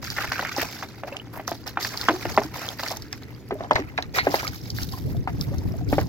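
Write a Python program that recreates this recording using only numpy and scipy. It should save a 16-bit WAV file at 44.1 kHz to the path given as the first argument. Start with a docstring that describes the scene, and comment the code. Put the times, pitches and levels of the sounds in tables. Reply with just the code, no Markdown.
"""Outdoors in a park, water is flung from a crumpled plastic bottle onto dry dirt and a ring of stones.
The thin wall buckles with hollow pops that excite the bottle's modes, and air trapped in the sloshing
water resonates as bubbles and glugs. Each short, uneven splash lands as a shower of small impacts:
spatter, spray, slaps and fat drops. Behind it lie a distant wash and a low hum, and the turbulence of
a breeze rumbles on the two microphone ports, more so towards the end."""
import sys
import numpy as np
from scipy import signal
from scipy.fft import rfft, irfft, next_fast_len
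from scipy.io import wavfile

SR = 44100
rng = np.random.default_rng(int(sys.argv[2]) if len(sys.argv) > 2 else 0)


def store_wav(level_fs):
    """Save 16-bit WAV to argv[1]."""
    pcm = np.round(np.clip(np.atleast_2d(level_fs), -1, 1) * 32767)
    wavfile.write(sys.argv[1], SR, pcm.T.astype(np.int16))


N = 268524
TIME = np.arange(N) / SR

# Flings of water: start_s, length_s, slosh_db, spatter_db, spray_db, big_over_small_bubbles_db
SPLASH_EVENTS = [(0.014, 0.2, -38.5, -38, -48.5, -6.5), (0.159, .39, -33.5, -38.5, -50, -10.5),
                 (0.556, 0.0671, -32.5, -36, -45.5, -5.5), (0.635, 0.19, -41.5, -40.5, -50, -5.5),
                 (1.065, 0.1017, -41, -54.5, -61.5, 1.5), (1.323, 0.0534, -45, -54, -51.5, 2.5),
                 (1.466, 0.0456, -45, -38, -46.5, 1.5), (1.658, 0.0265, -33.5, -39, -47.5, -0.5),
                 (1.793, 0.0955, -38, -35.5, -44.5, -3.5), (1.9, 0.223, -39.5, -40.5, -50, -1),
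                 (2.13, .33, -38.5, -41, -50, 2.5), (2.535, 0.184, -37.5, -41.5, -48, -2),
                 (2.784, 0.1504, -37, -38.5, -46.5, -2), (3.11, 0.022, -45.5, -51.5, -60.5, -1.5),
                 (3.205, 0.0295, -53, -56.5, -67.5, -6.5), (3.585, 0.0576, -38, -53.5, -75, 7.5),
                 (3.743, 0.0502, -32.5, -45.5, -60.5, -1), (3.968, 0.0613, -44, -58.5, -76, 0),
                 (4.137, 0.046, -26.5, -32.5, -41.5, 1), (4.22, 0.103, -38, -46.5, -51, 4),
                 (4.301, 0.0734, -35, -35.5, -43.5, 0), (4.384, 0.0972, -36, -37.5, -46, -9),
                 (4.5, 0.204, -54, -47, -53.5, -5), (4.743, 0.09, -49.5, -40, -45.5, -7.5),
                 (4.86, 0.128, -49.5, -47.5, -50.5, -1), (5.0, 0.169, -55.5, -59, -59, -2.5),
                 (5.27, 0.55, -50, -56.5, -60.5, 3), (5.395, 0.048, -50, -55.5, -51, -11),
                 (5.892, .13, -42.5, -42, -48.5, 7)]
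# Spectrum of drops striking the ground: frequency_hz, level_db
SPATTER_SPECTRUM = [(2000, -14), (2800, -6.5), (3600, -2.5), (4300, -1), (4900, 1.5), (5800, -2),
                    (7000, -7.5), (8500, -13), (11000, -25)]


def from_db(db):
    """Amplitude ratio of a level in decibels."""
    return np.exp(np.asarray(db) * (np.log(10) / 20))


def unit_rms(x):
    """Normalisation to an rms of 1."""
    return x / np.sqrt(np.mean(x ** 2) + 1e-20)


def in_time(rows):
    """Linear interpolation of each column after the first (time_s) at every sample."""
    times_s, *columns = np.transpose(rows)
    return [np.interp(TIME, times_s, column) for column in columns]


def colour(x, spectrum):
    """Spectral shaping by a curve on a log-frequency axis; the result has an rms of 1."""
    size = next_fast_len(N)
    hz, db = np.transpose(spectrum)
    bins_hz = np.arange(size // 2 + 1) * SR / size
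    gain = from_db(np.interp(np.log(bins_hz + 1e-3), np.log(hz), db))
    return unit_rms(irfft(rfft(x, size) * gain, size)[..., :N])


def drift(per_s):
    """Random modulation: standard normal values joined by straight lines."""
    knots = rng.standard_normal(N // 20)
    return np.interp(TIME * per_s, np.arange(len(knots)), knots)


def resonate(x, hz, width_hz):
    """Two-pole resonator with unit gain at its peak."""
    radius = np.exp(-np.pi * width_hz / SR)
    feedback = [1, -2 * radius * np.cos(2 * np.pi * hz / SR), radius ** 2]
    return signal.lfilter(np.array([1, 0, -1]) * (1 - radius ** 2) / 2, feedback, x + 1e-18)


def band(x, low_hz, high_hz):
    """Causal band-pass filter."""
    return signal.sosfilt(signal.butter(2, [low_hz, high_hz], "band", fs=SR, output="sos"), x + 1e-18)


def add(track, start_s, sound):
    """Superposition of a short sound on a track."""
    at = max(round(start_s * SR), 0)
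    track[at:at + len(sound)] += sound[:max(N - at, 0)]


def ports(x, lead_ms):
    """Path difference: with a positive lead, sound reaches the left port before the right."""
    left, right = np.broadcast_to(x, (2, N))
    shift = np.round(lead_ms * SR / 1000).astype(int)
    return np.array([left, right.take(np.arange(N) - shift, mode="clip")])


def impacts(per_s, spread_db, size):
    """Shot noise: independent impulses, many small and a few large."""
    struck = rng.random(size) < per_s / SR
    height = from_db(spread_db * np.minimum(rng.exponential(1, size), 4))
    return struck * height * rng.choice([-1, 1], size)


def grains(pitches_hz, cycles, per_s, spread_db, scatter_ms):
    """Impulse excitation: random impacts ring resonators of Q = cycles, with scattered port delays."""
    out = np.zeros((2, N))
    for hz in pitches_hz:
        when, size, chance, place = rng.random((4, N // 100))
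        height = from_db(-spread_db * np.log(size + np.exp(-4))) * rng.choice([-1, 1], len(size))
        height *= chance < per_s * N / SR / len(pitches_hz) / len(size)
        height /= np.sqrt(np.sum(height ** 2) + 1e-9)
        lag = (2 * place - 1) * scatter_ms * SR / 1000
        clicks = [np.bincount((when * N + shift).astype(int) % N, height, N) for shift in (0, lag)]
        out += resonate(np.array(clicks), hz, hz / cycles)
    return out


def snap(hz, cycles):
    """Heavily damped oscillation that peaks at 1 after the given cycles; also returns its rise time."""
    rise_s = cycles / hz
    t = np.arange(SR // 20) / SR
    envelope = (t / rise_s) ** 2 * np.exp(2 - 2 * t / rise_s)
    return envelope * np.cos(2 * np.pi * hz * (t - rise_s)), rise_s


def strays(strength, per_s, over_db, centre_hz, spread_db, octaves):
    """Random point process whose levels follow a flow; rows of start_s, level_db, pitch_hz."""
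    when, chance, size, pitch = rng.random((200, 4)).T
    db = 20 * np.log10(strength[(when * N).astype(int)]) + over_db + spread_db * (2 * size - 1)
    hz = centre_hz * 2 ** (octaves * (2 * pitch - 1))
    rows = np.transpose([when * N / SR, db, hz])
    return list(rows[chance < per_s * N / SR / len(chance)])


def park():
    """Ambient noise: a distant wash, largely coherent between the ports, and a narrow-band hum."""
    # Spectrum of the wash: frequency_hz, level_db
    wash_spectrum = [(25, -28.5), (50, -7.5), (80, -3.5), (115, -2.5), (190, -5), (290, 0), (420, -7),
                     (700, -24), (1200, -28.5), (2000, -24), (3200, -37), (5000, -37.5), (8500, -43),
                     (14000, -49.5)]
    hum_hz, hum_width_hz = 114.68, 15.5
    wash = colour(rng.standard_normal(N) + 0.402 * rng.standard_normal((2, N)), wash_spectrum)
    hum = resonate(rng.standard_normal(N), hum_hz, hum_width_hz)
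    hum = unit_rms(resonate(hum, hum_hz, hum_width_hz))
    return from_db(-44.5) * wash + from_db(-49) * hum


def breeze():
    """Turbulence: eddies buffet each port with low, mostly independent pressure fluctuations."""
    # Strength of the breeze: time_s, level_db
    breeze_curve = [(0, -47), (.55, -44.5), (.8, -54.5), (1.5, -52), (2.4, -40.5), (2.7, -52), (3.05, -46),
                    (3.45, -49.5), (3.8, -40.5), (4.4, -42), (4.7, -36), (5.17, -30), (5.25, -37.5),
                    (5.33, -31.5), (5.88, -27.5), (6.09, -36)]
    # Spectrum of the eddies: frequency_hz, level_db
    rumble_spectrum = [(20, -24.5), (45, -5), (70, 0.5), (100, 3.5), (150, -0.5), (210, -9), (290, -11),
                       (400, -18), (550, -26.5), (800, -41.5), (2000, -65.5)]
    rumble_db, = in_time(breeze_curve)
    eddies = rng.standard_normal((2, N)) + 0.43 * rng.standard_normal(N)
    buffets_db = 2.63 * drift(20) + 3.4 * drift(70)
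    return colour(eddies, rumble_spectrum) * from_db(rumble_db + 2.5 + buffets_db) * from_db([[.6], [-.6]])


def ground_echoes(x, count=10):
    """Early reflections: stones and dirt scatter different band-limited echoes to each port."""
    dull, out = band(x, 328, 7900), np.zeros((2, N))
    for side in (0, 1):
        for delay_s in rng.uniform(.003, 0.028, count):
            lag = int(delay_s * SR)
            out[side, lag:] += dull[side, :-lag] * rng.choice([-1, 1]) * np.exp(-delay_s / 0.0218)
    return out


def drips():
    """Sparse impact noise: the wet stones keep dripping, with ringing plinks and short spits."""
    plinks = grains(np.geomspace(2200, 7000, 10), cycles=22.7, per_s=45, spread_db=3.5, scatter_ms=0.13)
    spits = grains(np.geomspace(9000, 15000, 3), cycles=1.77, per_s=35, spread_db=10, scatter_ms=0.041)
    return from_db(-62) * (colour(plinks, SPATTER_SPECTRUM) + from_db(-6) * unit_rms(spits))


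def splash_envelope(levels_db, trickle_db):
    """Incoherent sources add in power: splashes swell, sag and leave run-off over a steady trickle."""
    attack_s, usual_length_s, runoff_db = 0.0123, .15, -12
    sag_db_per_s, release_db_per_s, runoff_db_per_s = 5, 381, 48.5
    power = from_db(trickle_db) ** 2
    t = TIME[::32]
    for (start_s, length_s, *_), db in zip(SPLASH_EVENTS, levels_db):
        swell = np.clip((t - start_s) / attack_s, 0, 1)
        held_s, after_s = np.clip(t - start_s, 0, length_s), np.maximum(t - start_s - length_s, 0)
        runoff = np.sqrt(length_s / usual_length_s) * from_db(runoff_db - runoff_db_per_s * after_s)
        release = np.maximum(from_db(-release_db_per_s * after_s), runoff)
        power = power + (swell * from_db(db - sag_db_per_s * held_s) * release) ** 2
    return np.interp(TIME, t, np.sqrt(power))


def pour():
    """Amplitude envelopes of the flow; big and small bubbles share the power of the slosh."""
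    # Trickle between splashes, by part of the flow: level_db
    trickle_db = {"big": -60.5, "small": -62.5, "spatter": -64.5, "spray": -71}
    _, _, slosh_db, spatter_db, spray_db, big_over_small_db = np.transpose(SPLASH_EVENTS)
    small_db = slosh_db - 20 * np.log10(np.hypot(1, from_db(big_over_small_db)))
    big_db = small_db + big_over_small_db
    levels = {"big": big_db, "small": small_db, "spatter": spatter_db, "spray": spray_db}
    return {part: splash_envelope(db, trickle_db[part]) for part, db in levels.items()}


def glugs():
    """Bubble resonance: trapped air rings with a wavering pitch that rises as it nears the surface."""
    # Air pockets in the bottle and the puddle: start_s, level_db, pitch_hz
    pockets = [(.566, -21, 802.8), (.583, -28.5, 269.4), (1.04, -32, 586), (1.122, -28.5, 569),
               (1.125, -27, 2660), (1.198, -25, 2872), (2.095, -18.5, 304), (2.135, -22.5, 357.8),
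               (2.38, -25, 234.2), (2.385, -19.5, 399.2), (2.45, -26, 303.9), (3.519, -19.5, 396.6),
               (3.553, -27.5, 582.5), (3.606, -25, 639), (3.713, -15, 851.6), (3.7605, -14, 1971),
               (3.793, -24.5, 277.2), (4.271, -23.5, 277.3), (4.449, -22, 1155), (4.936, -27.5, 995),
               (5.074, -36, 596.7), (5.146, -33, 666.5), (5.518, -29.5, 564), (5.74, -30, 629),
               (5.81, -32.5, 647), (5.928, -17, 286.8)]
    out = np.zeros(N)
    t = np.arange(SR // 4) / SR
    for start_s, db, hz in pockets:
        t60_s = 0.0972 * (hz / 550) ** -0.832  # small, high pockets die sooner
        waver = np.interp(t * 130, np.arange(100), rng.standard_normal(100))
        pitch_hz = hz * (1 + 0.156 * t / t60_s + 0.0473 * waver)
        envelope = (1 - np.exp(-t / 0.000555)) * np.exp(-np.log(1000) * t / t60_s)
        add(out, start_s, from_db(db) * envelope * np.sin(2 * np.pi * np.cumsum(pitch_hz) / SR))
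    return out


def slaps():
    """Break-up on impact: a gob of water bursts into an exponentially fading shower of clicks."""
    # Gobs landing: start_s, level_db, t60_s
    gobs = [(3.755, -28.5, 0.07), (3.9778, -24, 0.0245), (4.024, -26, 0.0014), (4.184, -24, 0.1263)]
    out = np.zeros(N)
    t = np.arange(SR // 5) / SR
    for start_s, db, t60_s in gobs:
        shower = impacts(5400, 1.15, len(t))
        burst = unit_rms(band(shower, 3790, 4560)) + from_db(7) * unit_rms(band(shower, 1780, 2302))
        add(out, start_s, from_db(db + 0.5) * burst * np.exp(-np.log(1000) * t / t60_s))
    return out


def fat_drops(flow):
    """Impact transients: each drop swells in briefly, ticks brightly and trails off in fine clicks."""
    # Single drops landing: start_s, level_db, pitch_hz
    landings = [(0.1021, -16.5, 4760), (0.3207, -18, 4800), (1.1673, -22.5, 2864), (1.6764, -21, 5510),
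                (1.8266, -21.5, 4600), (1.8472, -19.5, 4590), (1.974, -18.5, 4670), (2.0128, -16.5, 4420),
                (2.0871, -14, 3003), (2.3655, -22.5, 4880), (2.4349, -28.5, 5220), (2.6882, -18.5, 3416),
                (2.8347, -20.5, 4420), (2.9701, -23.5, 6140), (3.0217, -27.5, 5110), (3.1276, -19, 5290),
                (3.71, -23, 3175), (3.7324, -25.5, 4430), (3.7558, -17.5, 4100), (3.977, -23.5, 4200),
                (4.0243, -21.5, 4110), (4.1844, -19.5, 3620), (4.4774, -16, 4770), (4.7024, -19, 4890),
                (4.8319, -20, 5700), (4.9221, -26, 4940), (5.411, -18.5, 5130), (5.5834, -32, 5720),
                (5.889, -30, 5030)]
    usual_hz, edge_db_per_octave = 4690, 29.5  # higher drops are sharper
    out = np.zeros(N)
    t = np.arange(-SR // 100, SR // 25) / SR
    edge, edge_rise_s = snap(13300, cycles=2.3)
    swell_and_fade = np.exp(np.minimum(t / 0.00086, -t / 0.00415))
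    stray_drops = strays(flow["spatter"], per_s=7, over_db=12, centre_hz=usual_hz,
                         spread_db=6.5, octaves=0.42)
    for start_s, db, hz in list(landings) + stray_drops:
        edge_db = -11 + edge_db_per_octave * np.log2(hz / usual_hz)
        swing, rise_s = snap(hz, cycles=2.24)
        fine_clicks = band(impacts(5000, 3.15, len(t)), 3350, 6375) * swell_and_fade
        add(out, start_s + .0008 - rise_s, from_db(db + 2.5) * swing)
        add(out, start_s + 0.00066 - edge_rise_s, from_db(db + edge_db) * edge)
        add(out, start_s + t[0], from_db(db + 2) * fine_clicks)
    return out


def splashes(flow, bottle_lead_ms, ground_lead_ms):
    """Bubble resonance in the slosh and impact noise from drops and spray, modulated in shared clumps."""
    # Spectra of big bubbles, small bubbles and fine spray: frequency_hz, level_db
    big_spectrum = [(200, -23), (330, -3.5), (550, -2.5), (750, 2.5), (1100, -2.5), (1400, -6), (2500, -30)]
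    small_spectrum = [(600, -5), (1100, -3), (1400, 0.5), (1800, -1), (2150, 0), (2600, -4.5),
                      (3200, -11.5), (4500, -23.5)]
    spray_spectrum = [(6000, 1), (8500, -3), (10000, -7.5), (12000, 0.5), (13500, 2.5), (16000, 1)]
    clumps, gulps = drift(170), drift(45)
    big = grains(np.geomspace(400, 1150, 10), cycles=7.47, per_s=480, spread_db=3, scatter_ms=0.227)
    small = grains(np.geomspace(1220, 3100, 13), cycles=13.9, per_s=1100, spread_db=4, scatter_ms=0.156)
    spatter = grains(np.geomspace(2900, 8000, 12), cycles=5.6, per_s=2800, spread_db=4, scatter_ms=0.083)
    tinkle = grains(np.geomspace(2700, 6800, 14), cycles=68, per_s=170, spread_db=2, scatter_ms=0.09)
    spray = grains(np.geomspace(9000, 15500, 6), cycles=5.3, per_s=7000, spread_db=3.5, scatter_ms=0.018)
    lean_right = from_db([[-.8], [.8]])
    big = colour(big, big_spectrum) * flow["big"] * from_db(3.18 * drift(40))
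    small = colour(small, small_spectrum) * flow["small"] * from_db(2.71 * drift(40))
    slosh = (big + small * lean_right) * from_db(1.34 * gulps + 2.76 * clumps)
    drops = colour(spatter, SPATTER_SPECTRUM) + from_db(-6.5) * colour(tinkle, SPATTER_SPECTRUM)
    drops *= flow["spatter"] * from_db(-1.18 + 2.25 * clumps + 2.09 * gulps)
    drops = ports(drops, ground_lead_ms) * from_db([[-1.6], [1.6]])
    spray = colour(spray, spray_spectrum) * flow["spray"] * from_db(2 + 3.1 * clumps + 1.72 * gulps)
    return ports(slosh, bottle_lead_ms + .06) + drops + spray * lean_right


def bottle_ring(pitch_hz, settle_s, reach_octaves, detune):
    """Modal vibration: settling creases excite the modes near a pitch; every dent retunes them."""
    # Modes of the bottle with water in it: frequency_hz, level_db, t60_s
    bottle_modes = [(287.8, 5.5, 0.148), (359.7, 4.5, 0.07), (445.32, -3, 0.06), (576, -5, 0.064),
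                    (660.7, 2, 0.0583), (782.7, 2.5, 0.0273), (921.3, -5, 0.07), (1102, -7, 0.027),
                    (1339, -3, 0.012), (1624, -2, 0.0136), (1995, -2, 0.013), (2464, 3, 0.0155)]
    t = np.arange(SR // 7) / SR
    creases = impacts(2500, 2.78, len(t)) * np.exp(-t / settle_s)
    out = 0
    for hz, db, t60_s in bottle_modes:
        coupling = 1 / (1 + (np.log2(hz / pitch_hz) / reach_octaves) ** 2)
        dented_hz = hz * np.exp(detune * rng.standard_normal())
        mode = resonate(creases, dented_hz, width_hz=np.log(1000) / np.pi / t60_s)
        out = out + from_db(db) * coupling * unit_rms(mode)
    return out / np.sqrt(2 * np.mean(out[:SR // 50] ** 2))


def bottle_pops(flow):
    """Snap-through buckling: the wall flips in one short swing, then the bottle rings lower and softer."""
    # The wall buckles or water knocks on it: start_s, level_db, pitch_hz
    buckles = [(0.1851, -10.5, 1558), (0.2437, -18, 1370), (0.3199, -13.5, 1407), (0.3941, -11, 1311),
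               (0.4507, -15.5, 1740), (0.5837, -14.5, 610), (0.8266, -18, 1275), (1.0353, -21.5, 784),
               (1.3968, -24, 775), (1.4795, -16, 1140), (1.5175, -15.5, 750), (1.7732, -9, 1220),
               (1.79, -21.5, 1240), (1.8495, -15, 1770), (2.0862, -1.37, 1226), (2.0907, -6.5, 1134),
               (2.0946, -8.5, 926), (2.1084, -15, 630), (2.2549, -15, 593), (2.3764, -2.5, 920),
               (2.3812, -4.5, 722), (2.4173, -19.5, 834), (2.7947, -18, 1752), (2.8335, -19.5, 893),
               (3.1288, -24.5, 1907), (3.509, -15.5, 880), (3.5243, -19.5, 508), (3.6078, -23.5, 720),
               (3.7109, 0.5, 919), (3.7585, -11.5, 828), (3.7622, -12.5, 1590), (3.7924, -18.5, 447),
               (3.9793, -11, 1804), (3.9872, -11, 863), (4.1868, -9, 1344), (4.2703, -6, 622),
               (4.2725, -17, 1800), (4.3425, -6, 738), (4.7859, -21, 1790), (5.2751, -14, 900),
               (5.2785, -19.5, 1220), (5.9284, -8.5, 577), (5.9831, -5.5, 634)]
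    usual_db, usual_hz = -15, 900
    out = np.zeros(N)
    slosh = np.hypot(flow["big"], flow["small"])
    crinkles = strays(slosh, per_s=8, over_db=12, centre_hz=1300, spread_db=4, octaves=0.77)
    for start_s, db, hz in list(buckles) + crinkles:
        # Hard or high pops leave less ring relative to their peak.
        ring_db = -12.5 - .21 * (db - usual_db) - 3 * np.log2(hz / usual_hz)
        # A faint lead-in softens the pop's attack.
        lead_in, lead_in_rise_s = snap(0.79 * hz, cycles=0.71)
        swing, rise_s = snap(hz, cycles=0.782)
        ring = bottle_ring(0.757 * hz, settle_s=0.00711, reach_octaves=0.556, detune=0.0498)
        add(out, start_s - lead_in_rise_s - .002, from_db(db - 22) * lead_in)
        add(out, start_s - rise_s - .0002, from_db(db) * swing)
        add(out, start_s, from_db(db + ring_db) * ring)
    return band(out + .5 * resonate(out, hz=1928, width_hz=398), 136.4, 2885)


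def scene():
    """Superposition of the nearby bottle and water, their weak reflections and the open air."""
    # Source directions as the left port's lead: time_s, bottle_lead_ms, ground_lead_ms
    bearings = [(0, -0.053, 0.1907), (2.1, -0.0655, 0.2014), (2.9, -0.035, 0.2074), (3.7, 0.18, 0.3827),
                (4.25, 0.1866, 0.277), (6.09, 0.118, 0.2135)]
    bottle_lead_ms, ground_lead_ms = in_time(bearings)
    background = breeze() + park()
    flow = pour()
    near = splashes(flow, bottle_lead_ms, ground_lead_ms)
    near += ports(slaps() + drips() + fat_drops(flow), ground_lead_ms) * from_db([[-1.5], [1.5]])
    near += ports(glugs() + bottle_pops(flow), bottle_lead_ms)
    return near + from_db(-21) * ground_echoes(near) + background


def record(dry):
    """Microphone response: a dip near 8.5 kHz, clipping of the peaks and a steep low-pass at 16 kHz."""
    heard = dry - 0.595 * resonate(dry, hz=8508, width_hz=1450)
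    low_pass = signal.ellip(10, .1, 80, 16000, fs=SR, output="sos")
    return signal.sosfilt(low_pass, np.clip(heard, -1, 1))


dry = scene()
out = record(dry)
store_wav(out)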